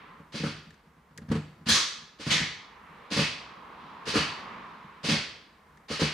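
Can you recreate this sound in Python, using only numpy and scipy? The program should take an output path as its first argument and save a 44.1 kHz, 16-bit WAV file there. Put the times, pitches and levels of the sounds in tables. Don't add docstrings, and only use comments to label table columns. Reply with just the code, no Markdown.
import sys
import numpy as np
from scipy import signal
from scipy.fft import rfft, irfft
from scipy.io import wavfile
from scipy.ndimage import uniform_filter1d

SR = 44100
rng = np.random.default_rng(int(sys.argv[2]) if len(sys.argv) > 2 else 0)


def digitize_waveform(pressure):
    field = np.atleast_2d(pressure).T
    bounded = np.clip(field, -1, 1)
    quanta = np.round(bounded * 32767).astype(np.int16)
    wavfile.write(sys.argv[1], SR, quanta)


N = 270333
TIME = np.arange(N) / SR


def undb(db):
    return 10 ** (np.asarray(db) / 20)


def bins(size):
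    return np.maximum(np.arange(size // 2 + 1) * SR / size, 10)


FILTER_HZ = bins(size=2048)


def along(table, hz):
    table_hz, value = np.transpose(table)
    return np.interp(np.log(hz), np.log(table_hz), value)


def unit(x):
    return x / np.sqrt(np.mean(x ** 2))


def colour(x, gain_db):
    cepstrum = irfft(np.log(unit(undb(gain_db))))
    cepstrum[1:1024] *= 2
    cepstrum[1025:] = 0
    impulse = irfft(np.exp(rfft(cepstrum)))
    return signal.fftconvolve(x, impulse[None], axes=1)[:, :x.shape[1]]


def fade(t, t60):
    return np.exp(-np.log(1000) * t / t60)


def add(out, s, x):
    i = max(int(s * SR), 0)
    out[:, i:i + x.shape[-1]] += x[..., :max(N - i, 0)]


def drift(rate_hz):
    hold = int(SR / rate_hz)
    steps = np.repeat(rng.standard_normal(N // hold + 1), hold)[:N]
    return unit(uniform_filter1d(uniform_filter1d(steps, hold), hold))


def pan(right_db):
    return undb(np.array([[-right_db], [right_db]]) / 2)


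# (frequency [Hz], correlation [0-1])
MIC_LIKENESS = [(150, .9999), (280, 0.92), (520, 0.82), (1000, 0.64), (2200, 0.67), (4500, 0.59),
                (9000, 0.42)]
def stereo_noise(size):
    mid, side = rfft(rng.standard_normal((2, size)))
    alike = along(MIC_LIKENESS, bins(size))
    spread = np.outer([1, -1], side * np.sqrt((1 - alike) / 2))
    return irfft(mid * np.sqrt((1 + alike) / 2) + spread, size)


# (frequency [Hz], relative level [dB])
ROOM_SPECTRUM = [(15, -40), (25, -11), (59, -2.5), (82, -4.5), (99, -21), (152, -5.5), (368, -17),
                 (469, -10), (509, -17), (1270, -16), (1380, -15), (2230, -19), (2420, -26), (5580, -34),
                 (15500, -41)]
def room_tone(level_db=-62, waver_db=1.5):
    gain = undb(level_db + waver_db * drift(5.61))
    return gain * colour(stereo_noise(N), along(ROOM_SPECTRUM, FILTER_HZ))


# (frequency [Hz], relative level [dB])
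TYRE_SPECTRUM = [(60, -25.5), (200, -6), (300, -11.5), (480, -9.5), (570, -13), (750, -8.5), (900, -2),
                 (1030, 2), (1130, 1), (1250, -1.5), (1420, -6), (2200, -9.5), (4000, -18.5), (10000, -50)]
# (time when nearest [s], level [dB], swell width [s])
PASSING_CARS = [(-.05, -49.5, .14), (3.88, -47.5, .69), (4.43, -42.8, .18)]
def traffic(far_db=-66, near_tilt=-1, far_tilt=-4, waver_db=1.5):
    far_power = undb(far_db) ** 2
    power = far_power + sum(undb(db) ** 2 * np.exp(-.5 * ((TIME - s) / swell_s) ** 2)
                            for s, db, swell_s in PASSING_CARS)
    level_db = 10 * np.log10(power)
    tilt = near_tilt + (far_tilt - near_tilt) * np.sqrt(far_power / power)
    roar = rfft(colour(stereo_noise(N), along(TYRE_SPECTRUM, FILTER_HZ)))
    octaves, out = np.arange(-2, 4), np.zeros((2, N))
    for octave, band in zip(octaves, np.eye(len(octaves))):
        share = np.interp(np.log2(bins(N) / 1000), octaves, band)
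        out += irfft(roar * share, N) * undb(level_db + tilt * octave + waver_db * drift(8.7))
    return out


# (frequency [Hz], t60 [s])
GARAGE_DECAY = [(100, 0.34), (300, 0.64), (800, 0.54), (2000, 0.62), (4500, 0.57), (8000, 0.45),
                (14000, 0.26)]
def garage_ring():
    t, hz = np.arange(SR) / SR, bins(SR)
    band_hz, band_t60 = np.transpose(GARAGE_DECAY)
    spectrum, ring = rfft(stereo_noise(SR)), np.zeros((2, SR))
    for t60, band in zip(band_t60, np.eye(len(band_hz))):
        share = np.interp(np.log(hz), np.log(band_hz), band)
        ring += irfft(spectrum * share, SR) * fade(t, t60)
    return ring


# (time [s], level [dB], tilt [dB/octave])
LINKAGE_CLICKS = [(.706, -52, -1), (.742, -54, -3), (1.176, -40, 3.5), (1.180, -38.5, -9), (1.290, -46, -4),
                  (1.314, -46, -3), (1.319, -41, 1), (1.691, -26.5, 6), (5.773, -54, -3)]
# (frequency [Hz], relative level [dB])
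CLICK_SPECTRUM = [(300, -10), (1000, -21), (1750, 13.5), (2600, -3), (6000, 0.5), (8300, -4.5),
                  (11000, -16.5), (15500, -20.5)]
def linkage_clicks(click_t60=.03, tail_db=-25, tail_t60=0.24):
    out, t = np.zeros((2, N)), np.arange(SR // 4) / SR
    for s, db, tilt in LINKAGE_CLICKS:
        click = stereo_noise(len(t)) * (fade(t, click_t60) + undb(tail_db) * fade(t, tail_t60))
        tilt_db = tilt * np.log2(np.maximum(FILTER_HZ, 1000) / 3000)
        add(out, s, undb(db) * colour(click, along(CLICK_SPECTRUM, FILTER_HZ) + tilt_db))
    return out


# (start [s], direction [0 back to 1 forward])
LEVER_THROWS = [(0, 0.93), (1.1, 0), (1.55, 0.5), (2.1, 0.35), (2.8, 1), (3.9, 0.15), (4.8, 1), (5.7, 0)]
def forward_share(s):
    start, share = np.transpose(LEVER_THROWS)
    return share[max(np.searchsorted(start, s) - 1, 0)]


# (frequency [Hz], width [Hz], forward lift [dB], backward lift [dB])
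STEEL_MODES = [(1255, 90, -0.5, 6), (1700, 66, 2, 5.5), (2162, 96, 3, 1), (2567, 42, 4.5, 3.5),
               (2960, 70, 1.5, 5.5), (3100, 24, 1, -4.5), (3290, 63, 3.5, -0.5), (3430, 44, 2.5, -1),
               (3910, 92, 2.5, 1.5), (4450, 150, 2.5, 5.5), (4743, 100, 5, 3.5), (6040, 60, -3, -5),
               (7100, 64, 1, 1), (7580, 300, 2, 3.5), (9040, 350, 3.5, 4), (10500, 200, 5, 3)]
def steel_resonances(s, scatter=0.45):
    hz, width, forward_db, back_db = np.array(STEEL_MODES).T[:, :, None]
    lift_db = back_db + forward_share(s) * (forward_db - back_db)
    drive = 1 + scatter * rng.standard_normal((len(hz), 1))
    return np.sum(lift_db * drive / (1 + (2 * (FILTER_HZ - hz) / width) ** 2), axis=0)


# (time [s], tension beforehand [s], knock [dB], corner [Hz], clank [dB])
DETENT_RELEASES = [(.342, .022, -27, 300, -32.3), (1.665, .008, -26, 235, -25.5),
                   (2.196, .011, -36, 380, -36.5), (3.111, .009, -24.5, 300, -25),
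                   (4.068, .015, -26, 390, -26.3), (5.039, .009, -25.5, 360, -25.2),
                   (5.901, .019, -23, 490, -28)]
# (time [s], knock [dB], corner [Hz], clank [dB], tilt [dB/octave], ring [Hz], lift [dB])
GEAR_ENTRIES = [(.435, -19.7, 270, -35.8, -1.5, 1320, 11), (1.313, -15.8, 222, -40, -6.3, 8200, 12),
                (1.684, -20.3, 220, -21.5, 1, 1620, 9.5), (3.163, -18.5, 265, -25.7, -.8, 5000, 3),
                (4.139, -23.5, 520, -26.3, -.7, 1260, 11), (5.085, -19.5, 305, -22.7, -1.4, 4670, 3),
                (5.994, -24.5, 520, -25.7, -1.5, 4450, 2)]
# (time [s], knock [dB], corner [Hz], lightness [dB/octave], clank [dB])
STOP_HITS = [(.457, -23.5, 350, -2.5, -39.5), (1.351, -21.5, 280, 1, -54), (1.705, -28.5, 120, -9, -29),
             (3.188, -16.3, 164, 12, -23.7), (4.154, -13, 300, 4, -22.5), (5.111, -19, 158, 10, -27.5),
             (6.016, -16, 415, -1.5, -27.3)]
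def shift_clanks():
    rows = []
    for s, tension_s, *_, db in DETENT_RELEASES:
        rows.append((s - tension_s, db - 7.5, -3, 4400, 2, .015))
        rows.append((s, db, -.7, 4650, 2, .02))
    rows += [(s, db, *tone, .009) for s, _, _, db, *tone in GEAR_ENTRIES]
    return rows + [(s, db, -1.8, 2680, 4, .013) for s, *_, db in STOP_HITS]


# (time [s], level [dB], corner [Hz])
GATE_BUMPS = [(.195, -40, 380), (.398, -26, 340), (.668, -42, 190), (1.184, -39, 650), (1.215, -33.5, 200),
              (1.284, -30.5, 190), (1.299, -24, 112), (1.489, -45, 200), (1.608, -42, 220),
              (2.265, -22, 300), (2.305, -28, 210), (2.341, -27, 190), (2.403, -22.5, 225),
              (2.892, -44, 230), (3.826, -45, 260), (4.842, -42, 210)]
def shift_knocks(rebound_s=.018, rebound_db=-7.5, rebound_hz=158):
    rows = [(s, db, corner_hz, 2.5, -17) for s, _, db, corner_hz, _ in DETENT_RELEASES]
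    rows += [(*bump, -1.5, -18.5) for bump in GATE_BUMPS]
    rows += [(s, db, corner_hz, 6.5, -14) for s, db, corner_hz, *_ in GEAR_ENTRIES]
    for s, db, corner_hz, lightness, _ in STOP_HITS:
        rows.append((s, db, corner_hz, lightness, -11.5))
        rows.append((s + rebound_s, db + rebound_db, rebound_hz, 4.5, -19))
    return rows


# (frequency [Hz], relative level [dB])
CLANK_SPECTRUM = [(60, -16), (170, -10.5), (500, -8), (720, -11), (1080, -5.5), (1600, -5), (2200, -2),
                  (4400, -2), (6200, -6.5), (7300, -13.5), (8400, -14.5), (10000, -18.5), (12500, -28.5),
                  (15500, -48.5)]
# (time [s], level [dB], tilt [dB/octave], ring [Hz], lift [dB], rise [s])
REVERSE_CRASHES = [(1.685, -18.3, 7, 3630, 12.5, .0065), (1.695, -17.3, 5, 6200, 10, .045),
                   (1.742, -25, 1, 1130, 10.5, .0066), (2.255, -25.7, -1.5, 3350, -2, .04),
                   (2.297, -23.8, -1, 2120, 15, .015), (2.303, -22, -.5, 3430, 10.5, .0037),
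                   (2.307, -23, 0, 6300, 7, .0096), (2.380, -31, -2, 1940, 9, .0063)]
def gearbox(shared=0.69, ring_octaves=0.24, early_db=-3, early_t60=0.017):
    out, t = np.zeros((2, N)), np.arange(SR) / SR
    common_ring = garage_ring()
    early = 1 + undb(early_db) * fade(t, early_t60)
    for s, db, tilt, ring_hz, lift_db, rise_s in [*REVERSE_CRASHES, *shift_clanks()]:
        ring = np.sqrt(shared) * common_ring + np.sqrt(1 - shared) * garage_ring()
        rise = 1 - np.exp(-t / rise_s)
        peak_db = lift_db * np.exp(-.5 * (np.log2(FILTER_HZ / ring_hz) / ring_octaves) ** 2)
        tilt_db = tilt * np.log2(np.maximum(FILTER_HZ, 700) / 3000)
        tone_db = along(CLANK_SPECTRUM, FILTER_HZ) + steel_resonances(s) + peak_db + tilt_db
        add(out, s, undb(db) * colour(ring * early * rise, tone_db))
    return out


def loose_play(per_s=8, grip_until_s=2.6, grip_db=-47.5, open_hand_db=-58, spread_db=3):
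    jitter, strength = rng.random((int(per_s * N / SR), 2)).T
    times = (np.arange(len(jitter)) + jitter) / per_s
    levels = np.where(times < grip_until_s, grip_db, open_hand_db) + spread_db * (2 * strength - 1)
    return [(s, db, 220, -3, -14) for s, db in zip(times, levels)]


# (frequency [Hz], forward level [dB], backward level [dB], t60 [s])
CONSOLE_MODES = [(75, -12, -5, 0.19), (100.2, -14, -7.5, 0.25), (152, -1.5, -1, 0.25), (168, 0, -0.5, 0.12),
                 (198.4, -4.5, -5.5, 0.16), (225.5, 0, -1.5, 0.16), (281, -6, -6, 0.068),
                 (298.6, -7, -4, 0.17), (365.3, -9.5, -2, 0.08), (447.6, -2.5, 0, 0.13),
                 (503, -4.5, 1, .08), (560.3, -1.5, -10.5, 0.18)]
def lever(rattle_t60=0.13, push_s=0.0033, scatter_db=2.2, detune=0.0084,
          cabin_db=-25, cabin_t60=0.66, stop_loss=0.56):
    out, t = np.zeros((2, N)), np.arange(SR // 2) / SR
    hz, forward_db, back_db, t60 = np.array(CONSOLE_MODES).T[:, :, None]
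    attack = 1 - np.exp(-t / push_s)
    for s, db, corner_hz, lightness, rattle_db in shift_knocks() + loose_play():
        strength, mistune = rng.standard_normal((2, len(hz), 1))
        phase = rng.random((len(hz), 1))
        mode_db = back_db + forward_share(s) * (forward_db - back_db)
        ratio = hz / corner_hz
        gain = undb(mode_db + lightness * np.log2(ratio) + scatter_db * strength)
        gain /= np.hypot(1 - ratio ** 2, stop_loss * ratio)
        modes = gain * np.sin(2 * np.pi * (hz * (1 + detune * mistune) * t + phase)) * fade(t, t60)
        thud = modes.sum(axis=0) / np.sqrt(np.sum(gain ** 2))
        rattle = plastic_rattle(t, rattle_t60)
        boom_db = -10 * np.log10((1 + (FILTER_HZ / corner_hz) ** 4) * (1 + (75 / FILTER_HZ) ** 6))
        boom = colour(stereo_noise(len(t)) * fade(t, cabin_t60), boom_db)
        add(out, s, undb(db) * attack * (thud + undb(rattle_db) * rattle + undb(cabin_db) * boom))
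    return out


# (frequency [Hz], relative level [dB])
PLASTIC_SPECTRUM = [(30, -12), (80, -12.5), (300, 0), (550, 0.5), (750, -2), (1300, 1.5), (2200, -8.5),
                    (4500, -13), (8000, -27), (11000, -28.5), (15000, -54)]
def plastic_rattle(t, t60):
    return colour(stereo_noise(len(t)) * fade(t, t60), along(PLASTIC_SPECTRUM, FILTER_HZ))


def scene():
    car = lever() + linkage_clicks() + pan(right_db=0.5) * gearbox()
    return car + pan(right_db=1.5) * traffic() + room_tone()


def record(dry, low_cut_hz=39, top_hz=15400):
    thinned = signal.sosfilt(signal.butter(2, low_cut_hz, "high", fs=SR, output="sos"), dry)
    return signal.sosfilt(signal.ellip(8, .2, 70, top_hz, fs=SR, output="sos"), thinned)


dry = scene()
out = record(dry)
digitize_waveform(out)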